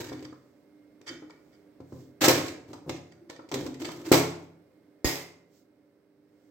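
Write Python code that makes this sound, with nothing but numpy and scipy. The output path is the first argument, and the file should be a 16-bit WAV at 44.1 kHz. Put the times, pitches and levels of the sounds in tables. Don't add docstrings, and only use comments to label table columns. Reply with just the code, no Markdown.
import sys
import numpy as np
from scipy import signal
from scipy.fft import rfft, irfft
from scipy.io import wavfile

SR = 44100
rng = np.random.default_rng(int(sys.argv[2]) if len(sys.argv) > 2 else 0)


def digitize_waveform(pressure):
    field = np.atleast_2d(pressure).T
    bounded = np.clip(field, -1, 1)
    quanta = np.round(bounded * 32767).astype(np.int16)
    wavfile.write(sys.argv[1], SR, quanta)


N = 286650
T = np.arange(N) / SR

# frequency_hz, correlation
COHERENCE = [(250, 0.92), (550, 0.65), (800, 0.27), (1600, 0.59), (2300, .17), (5000, -.15), (6500, 0.35),
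             (8800, 0.42), (15000, 1)]
# frequency_hz, left_minus_right_db
PORT_BALANCE = [(100, 0), (350, -1), (950, 5), (1400, -3), (1900, 1.5), (3200, -3), (5300, -9.5), (9500, 2),
                (15000, -2)]
# frequency_hz, t60_s
ROOM_DECAY = [(100, 0.92), (348, .64), (790, .55), (1900, .5), (4200, 0.42), (6630, .42), (12200, .3)]
# frequency_hz, gain_db
AIR_SPECTRUM = [(25, -42.5), (100, -15), (230, -10), (300, -3), (360, -13.5), (540, -11), (750, -22),
                (1150, -27.5), (2100, -29.5), (2900, -38), (5200, -41), (7000, -48), (8100, -41.5),
                (9300, -48), (15500, -44.5)]
# pitch_hz, level_db
HUM_PARTIALS = [(300.5, -69), (399, -73.5), (574, -80.5), (2126, -91)]
# time_s, gain_db
BACKGROUND_GAIN = [(0, 2.5), (1.5, 5), (4.8, 3), (6.15, -1.5), (6.5, 2)]
# centre_s, level_db, half_width_s
SLEEVE_BRUSHES = [(0.335, -77.5, .3), (1.496, -78, 0.16), (1.988, -65.5, 0.1), (4.748, -87, 0.049),
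                  (5.571, -69, 0.059), (6.479, -80.5, .16)]
# frequency_hz, gain_db
CLOTH_SPECTRUM = [(200, -22), (1500, -8.5), (5000, 0.5), (8000, 0), (9500, -18), (16000, -2)]

# start_s, level_db
FINGER_PRESSES = [(1.811, -32.5), (1.929, -28), (2.286, -25), (2.899, -24.5)]
# centre_s, level_db, half_width_s
SUPPORT_CREAKS = [(.005, -56.5, 0.023), (0.097, -53, 0.01), (0.131, -46.5, 0.0054), (0.194, -48, 0.0014),
                  (0.252, -47, 0.0037), (1.086, -39.5, 0.014), (1.307, -50, 0.0024), (1.539, -68, 0.018),
                  (3.123, -58, 0.0063), (3.299, -48.5, 0.0045), (3.365, -49.5, 0.0027),
                  (3.85, -30.5, 0.0035)]
# centre_s, level_db, pitch_hz
SUPPORT_GROANS = [(.135, -34.5, 277), (0.254, -41, 301), (1.114, -42, 345), (1.234, -45.5, 301),
                  (2.733, -47, 280), (2.878, -44, 283), (3.227, -46, 345), (3.41, -49, 328),
                  (3.565, -31, 275), (3.638, -37.5, 275), (3.691, -32.5, 266), (3.83, -35, 323),
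                  (4.079, -30.5, 328)]
# start_s, length_s, judder_db, rasp_db
SLIDE_STROKES = [(-.015, 0.022, -35.5, -40), (0.033, 0.23, -45, -54.5), (1.084, 0.059, -48, -60),
                 (1.916, 0.094, -46.5, -73), (2.207, 0.097, -27, -22.5), (2.308, .18, -37, -36.5),
                 (2.676, 0.075, -44, -58.5), (2.857, 0.047, -33.5, -63), (3.513, .16, -34.5, -42.5),
                 (3.79, 0.65, -42.5, -47), (4.055, 0.071, -50, -43)]
# start_s, thud_db, clack_db, click_db
SLOT_KNOCKS = [(0.118, -36.5, -38.5, -54), (.225, -43.5, -68, -51.5), (.249, -61, -50, -56),
               (.325, -48, -46, -67), (1.012, -54, -65, -61), (1.068, -60, -47, -45),
               (1.222, -49, -46, -76), (1.296, -67, -49.5, -61), (1.803, -43, -52, -60.5),
               (1.923, -42.5, -52.5, -65), (2.218, -32, -34.5, -24), (2.480, -46, -47, -33.5),
               (2.731, -59, -39.5, -46), (2.893, -34.5, -33, -34), (2.962, -54, -57.5, -48),
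               (3.297, -46, -41.5, -42), (3.391, -46, -41.5, -74), (3.488, -53.5, -55, -50),
               (3.515, -44.5, -34, -36), (3.540, -31.5, -28, -30), (3.664, -46, -37, -40.5),
               (3.741, -54, -56.5, -46.5), (3.817, -38.5, -41, -40), (3.850, -46.5, -42.5, -37.5),
               (3.886, -39.5, -37.5, -45), (4.061, -48, -57, -64)]
# start_s, thud_db, clack_db, click_db, tick_db, chatter_decay_s
STOP_IMPACTS = [(2.2803, -17, -18.5, -17, -23, 0.015), (4.1161, -9, -20, -20, -28.5, 0.031),
                (5.0452, -22, -36.5, -32.5, -38, 0.063)]

# pitch_hz, level_db, t60_s
SUPPORT_MODES = [(1438, -2, .024), (1890, 7, 0.018), (2275, 2.5, 0.022), (3120, -5.5, 0.038),
                 (3520, -1.5, .016), (4650, -1, 0.029), (4920, -3.5, 0.019), (5186, -8, 0.018),
                 (5750, -6.5, .016)]
FLAP_MODES = [(1875, -33.5, .28), (1975, -39, 0.38), (2015, -45, 0.52), (2095, -41.5, 0.55),
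              (4770, -45.5, 0.29), (4915, -33, 0.28), (4960, -39.5, 0.25), (5168, -39, 0.42),
              (6100, -40, .28), (6298, -45, .24), (6627, -33, .15), (6890, -35, .2)]
HOUSING_MODES = [(94, -21.5, 0.84), (131.06, -12.5, 0.55), (164.65, -14.5, 0.75), (257, -13, 0.11),
                 (275.6, -2, .3), (346.8, -12.5, 0.59), (446.4, -10, .43), (516, -8.5, 0.24),
                 (707, -17.5, 0.57), (746, -22, 0.57), (874, -22, .34), (987, -17, 0.097),
                 (1016.3, -16.5, 0.16), (1150, -27, 0.11)]

# frequency_hz, gain_db
RASP_SPECTRUM = [(100, -27.5), (400, 1.5), (600, 8.5), (1000, 4.5), (1500, 4.5), (2200, 3), (3000, 1),
                 (5000, 0), (8100, -2.5), (9400, -20.5), (11000, -11.5), (13000, -9), (16000, -10.5)]
JUDDER_SPECTRUM = [(30, -33.5), (70, -21), (100, -8), (160, -10.5), (200, -18.5), (275, 1), (330, -0.5),
                   (400, -8.5), (520, -14), (750, -27), (3000, -57)]
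THUD_SPECTRUM = [(30, -52.5), (70, -31.5), (125, -12), (165, -9), (205, -15), (280, 6), (340, 4.5),
                 (420, 0.5), (520, -7.5), (700, -21), (2000, -44.5), (8000, -88.5)]
CLACK_SPECTRUM = [(150, -43.5), (400, 2.5), (540, 1.5), (690, -0.5), (1000, -0.5), (1350, -3.5),
                  (2500, -21), (8000, -55.5)]
CLICK_SPECTRUM = [(300, -30), (1000, -16.5), (1550, -2.5), (2200, 5.5), (2900, -1), (4000, -0.5),
                  (5200, -2.5), (8200, -6), (9200, -27.5), (16000, -47.5)]
TICK_SPECTRUM = [(2000, -44.5), (7500, -10.5), (8800, -4.5), (9800, -8), (11500, 0), (13000, 3),
                 (16000, -1.5)]
PUFF_SPECTRUM = [(15, -25), (45, -8.5), (100, 1), (300, -17), (2000, -84)]


def undb(db):
    return 10 ** (np.asarray(db) / 20)


def unit_rms(x):
    return x / np.sqrt(np.mean(x ** 2))


def add(track, start_s, sound):
    i = max(int(start_s * SR), 0)
    track[..., i:i + sound.shape[-1]] += sound[..., :N - i]


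def swell(centre_s, level_db, half_width_s):
    return undb(level_db) * np.exp(-((T - centre_s) / half_width_s) ** 2)


def response(spectrum, size=4096):
    hz, db = np.transpose(spectrum)
    bin_hz = np.arange(size // 2 + 1) * SR / size
    gain = undb(np.interp(np.log(bin_hz + 1), np.log(hz), db))
    cepstrum = irfft(np.log(gain))
    cepstrum[1:size // 2] *= 2
    cepstrum[size // 2 + 1:] = 0
    return irfft(np.exp(rfft(cepstrum)))


def through(x, impulse_response):
    return signal.oaconvolve(np.atleast_2d(x), np.atleast_2d(impulse_response), axes=1)[:, :N]


def colour(x, spectrum):
    impulse = response(spectrum)
    return through(x, impulse / np.linalg.norm(impulse))


def diffuse(size):
    hz, correlation = np.transpose(COHERENCE)
    coherence = np.interp(np.arange(size // 2 + 1) * SR / size, hz, np.clip(correlation, -1, 1))
    mid, side = rfft(rng.standard_normal((2, size)))
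    return np.sqrt((1 + coherence) / 2) * mid + np.outer([1, -1], np.sqrt((1 - coherence) / 2) * side)


def chatter(size, spread_db=4, attack_s=0.0018, grain_samples=32):
    grain_db = spread_db * rng.standard_normal(size // grain_samples + 1)
    strength = undb(np.repeat(grain_db, grain_samples)[:size])
    grains = unit_rms(irfft(diffuse(size), size) * strength)
    return grains * (1 - np.exp(-T[:size] / attack_s))


def ring(modes, port_lag_s=.00032, max_phase_rad=1.8):
    t, sound = T[:SR], 0
    for i, (hz, db, t60_s) in enumerate(modes):
        offset = min(2 * np.pi * hz * port_lag_s, max_phase_rad) * (-1) ** i
        phase = 2 * np.pi * hz * t + np.array([[offset], [-offset]]) / 2
        sound = sound + undb(db) * np.sin(phase) * np.exp(-np.log(1000) * t / t60_s)
    return sound


def hum(waver_db=3, drift_rad=1.3):
    sound, knots_s = 0, np.linspace(0, T[-1], 50)
    for hz, db in HUM_PARTIALS:
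        waver, drift = (np.interp(T, knots_s, row) for row in rng.standard_normal((2, len(knots_s))))
        amplitude = np.sqrt(2) * undb(db + waver_db * waver)
        sound = sound + amplitude * np.sin(2 * np.pi * hz * T + drift_rad * drift)
    return sound


def sleeve(noise):
    return colour(noise * sum(swell(*brush) for brush in SLEEVE_BRUSHES), CLOTH_SPECTRUM)


def background(air_db=-65):
    tones = hum()
    noise = irfft(diffuse(N), N)
    steady = undb(air_db) * colour(noise, AIR_SPECTRUM) + tones
    easing = undb(np.interp(T, *np.transpose(BACKGROUND_GAIN)))
    balance = undb([[-2.5], [1.5]])
    return steady * easing * balance + sleeve(noise[:, ::-1])


def room(x, build_s=0.0024):
    hz, t60s = np.transpose(ROOM_DECAY)
    noise, t, tail = diffuse(SR), T[:SR], 0
    for weights, t60_s in zip(np.eye(len(hz)), t60s):
        band = irfft(noise * np.interp(np.arange(SR // 2 + 1), hz, weights))
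        tail = tail + band * np.exp(-np.log(1000) * t / t60_s)
    tail = tail * (1 - np.exp(-t / build_s))
    return through(x, tail / np.linalg.norm(tail[0]))


def presses(contact_s=0.0045):
    force, t = np.zeros(N), T[:SR // 20]
    pulse = np.sin(np.pi * np.minimum(t / contact_s, 1)) ** 2
    for start_s, db in FINGER_PRESSES:
        add(force, start_s, -undb(db) * pulse / pulse.sum())
    return force


def creaks(broadband_db=-9):
    slips, size = np.zeros((2, N)), 8192
    t = T[:size] - size / SR / 2
    for centre_s, db, half_width_s in SUPPORT_CREAKS:
        envelope = undb(db) * np.exp(-(t / half_width_s) ** 2)
        add(slips, centre_s + t[0], envelope * chatter(size, spread_db=6))
    body = ring(SUPPORT_MODES)
    ringing = through(slips, body / np.linalg.norm(body[0]))
    return ringing + undb(broadband_db) * colour(slips, CLICK_SPECTRUM)


def groans(half_width_s=0.012):
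    return sum(swell(centre_s, db, half_width_s) * np.sin(2 * np.pi * (hz * (T - centre_s) + rng.random()))
               for centre_s, db, hz in SUPPORT_GROANS)


def stroke(start_s, length_s, attack_s=.016, sag_db_per_s=35.5, release_s=.016):
    t = np.maximum(T - start_s, 0)
    rise = np.minimum(t / attack_s, 1)
    release = np.exp(-np.maximum(t - length_s, 0) / release_s)
    return rise * undb(-sag_db_per_s * t) * release


def guides(grip_db=6.5, grip_hz=110, judder_db=-2, rasp_db=-1):
    roughness = np.interp(T * grip_hz, np.arange(4096), rng.standard_normal(4096))
    grip = unit_rms(undb(grip_db * roughness))
    shaking, scraping = sum(np.outer(undb(levels_db), stroke(start_s, length_s))
                            for start_s, length_s, *levels_db in SLIDE_STROKES)
    force = rng.standard_normal(N) * shaking
    rasp = colour(chatter(N, spread_db=3) * grip * scraping, RASP_SPECTRUM)
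    return force, undb(judder_db) * colour(force, JUDDER_SPECTRUM) + undb(rasp_db) * rasp


def flap(latch_s=5.045, puff_db=-11.5, puff_hz=51.7, puff_decay_s=.014):
    ringing, puff, t = np.zeros((2, N)), np.zeros(N), T[:SR]
    add(ringing, latch_s, ring(FLAP_MODES))
    pressure = -undb(puff_db) * np.cos(2 * np.pi * puff_hz * t) * np.exp(-t / puff_decay_s)
    add(puff, latch_s, through(pressure, response(PUFF_SPECTRUM))[0])
    return ringing, puff * undb([[-16], [0]])


def housing(force, gain_db=-3, radiating_band_hz=(85, 2000)):
    vibration = undb(gain_db) * through(force, ring(HOUSING_MODES))
    radiation = signal.butter(3, radiating_band_hz, "band", fs=SR, output="sos")
    return signal.sosfilt(radiation, vibration)


def impacts(thud_gain_db=25, panel_gain_db=4, knock_decay_s=.0068, tick_re_click_db=-17):
    force, panels, size = np.zeros(N), np.zeros((2, N)), 8192
    responses = map(response, (CLACK_SPECTRUM, CLICK_SPECTRUM, TICK_SPECTRUM))
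    ranges = np.array([undb(panel_gain_db) * h / np.linalg.norm(h) for h in responses])
    knocks = [(start_s, thud_db, clack_db, click_db, click_db + tick_re_click_db, knock_decay_s)
              for start_s, thud_db, clack_db, click_db in SLOT_KNOCKS]
    for start_s, thud_db, *ranges_db, decay_s in STOP_IMPACTS + knocks:
        add(force, start_s, -undb([thud_db]))
        burst = chatter(size) * np.exp(-T[:size] / decay_s)
        add(panels, start_s, through(burst, undb(ranges_db) @ ranges))
    return force, undb(thud_gain_db) * colour(force, THUD_SPECTRUM), panels


def scene(shake_db=-30, wet_db=-3.5, thud_wet_db=-10):
    impact_force, thud, panels = impacts()
    sliding_force, sliding = guides()
    flap_ring, puff = flap()
    resonance = housing(impact_force + presses() + undb(shake_db) * sliding_force)
    direct = panels + sliding + flap_ring + creaks() + groans()
    reflections = room(undb(wet_db) * direct[0] + undb(thud_wet_db) * thud)
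    return direct + thud + resonance + reflections + puff + background()


def record(dry, cutoff_hz=15900):
    ports = [response([(hz, sign * db / 2) for hz, db in PORT_BALANCE]) for sign in (1, -1)]
    rounded = np.tanh(through(dry, ports))
    return signal.sosfilt(signal.ellip(10, .2, 80, cutoff_hz, fs=SR, output="sos"), rounded)


dry = scene()
out = record(dry)
digitize_waveform(out)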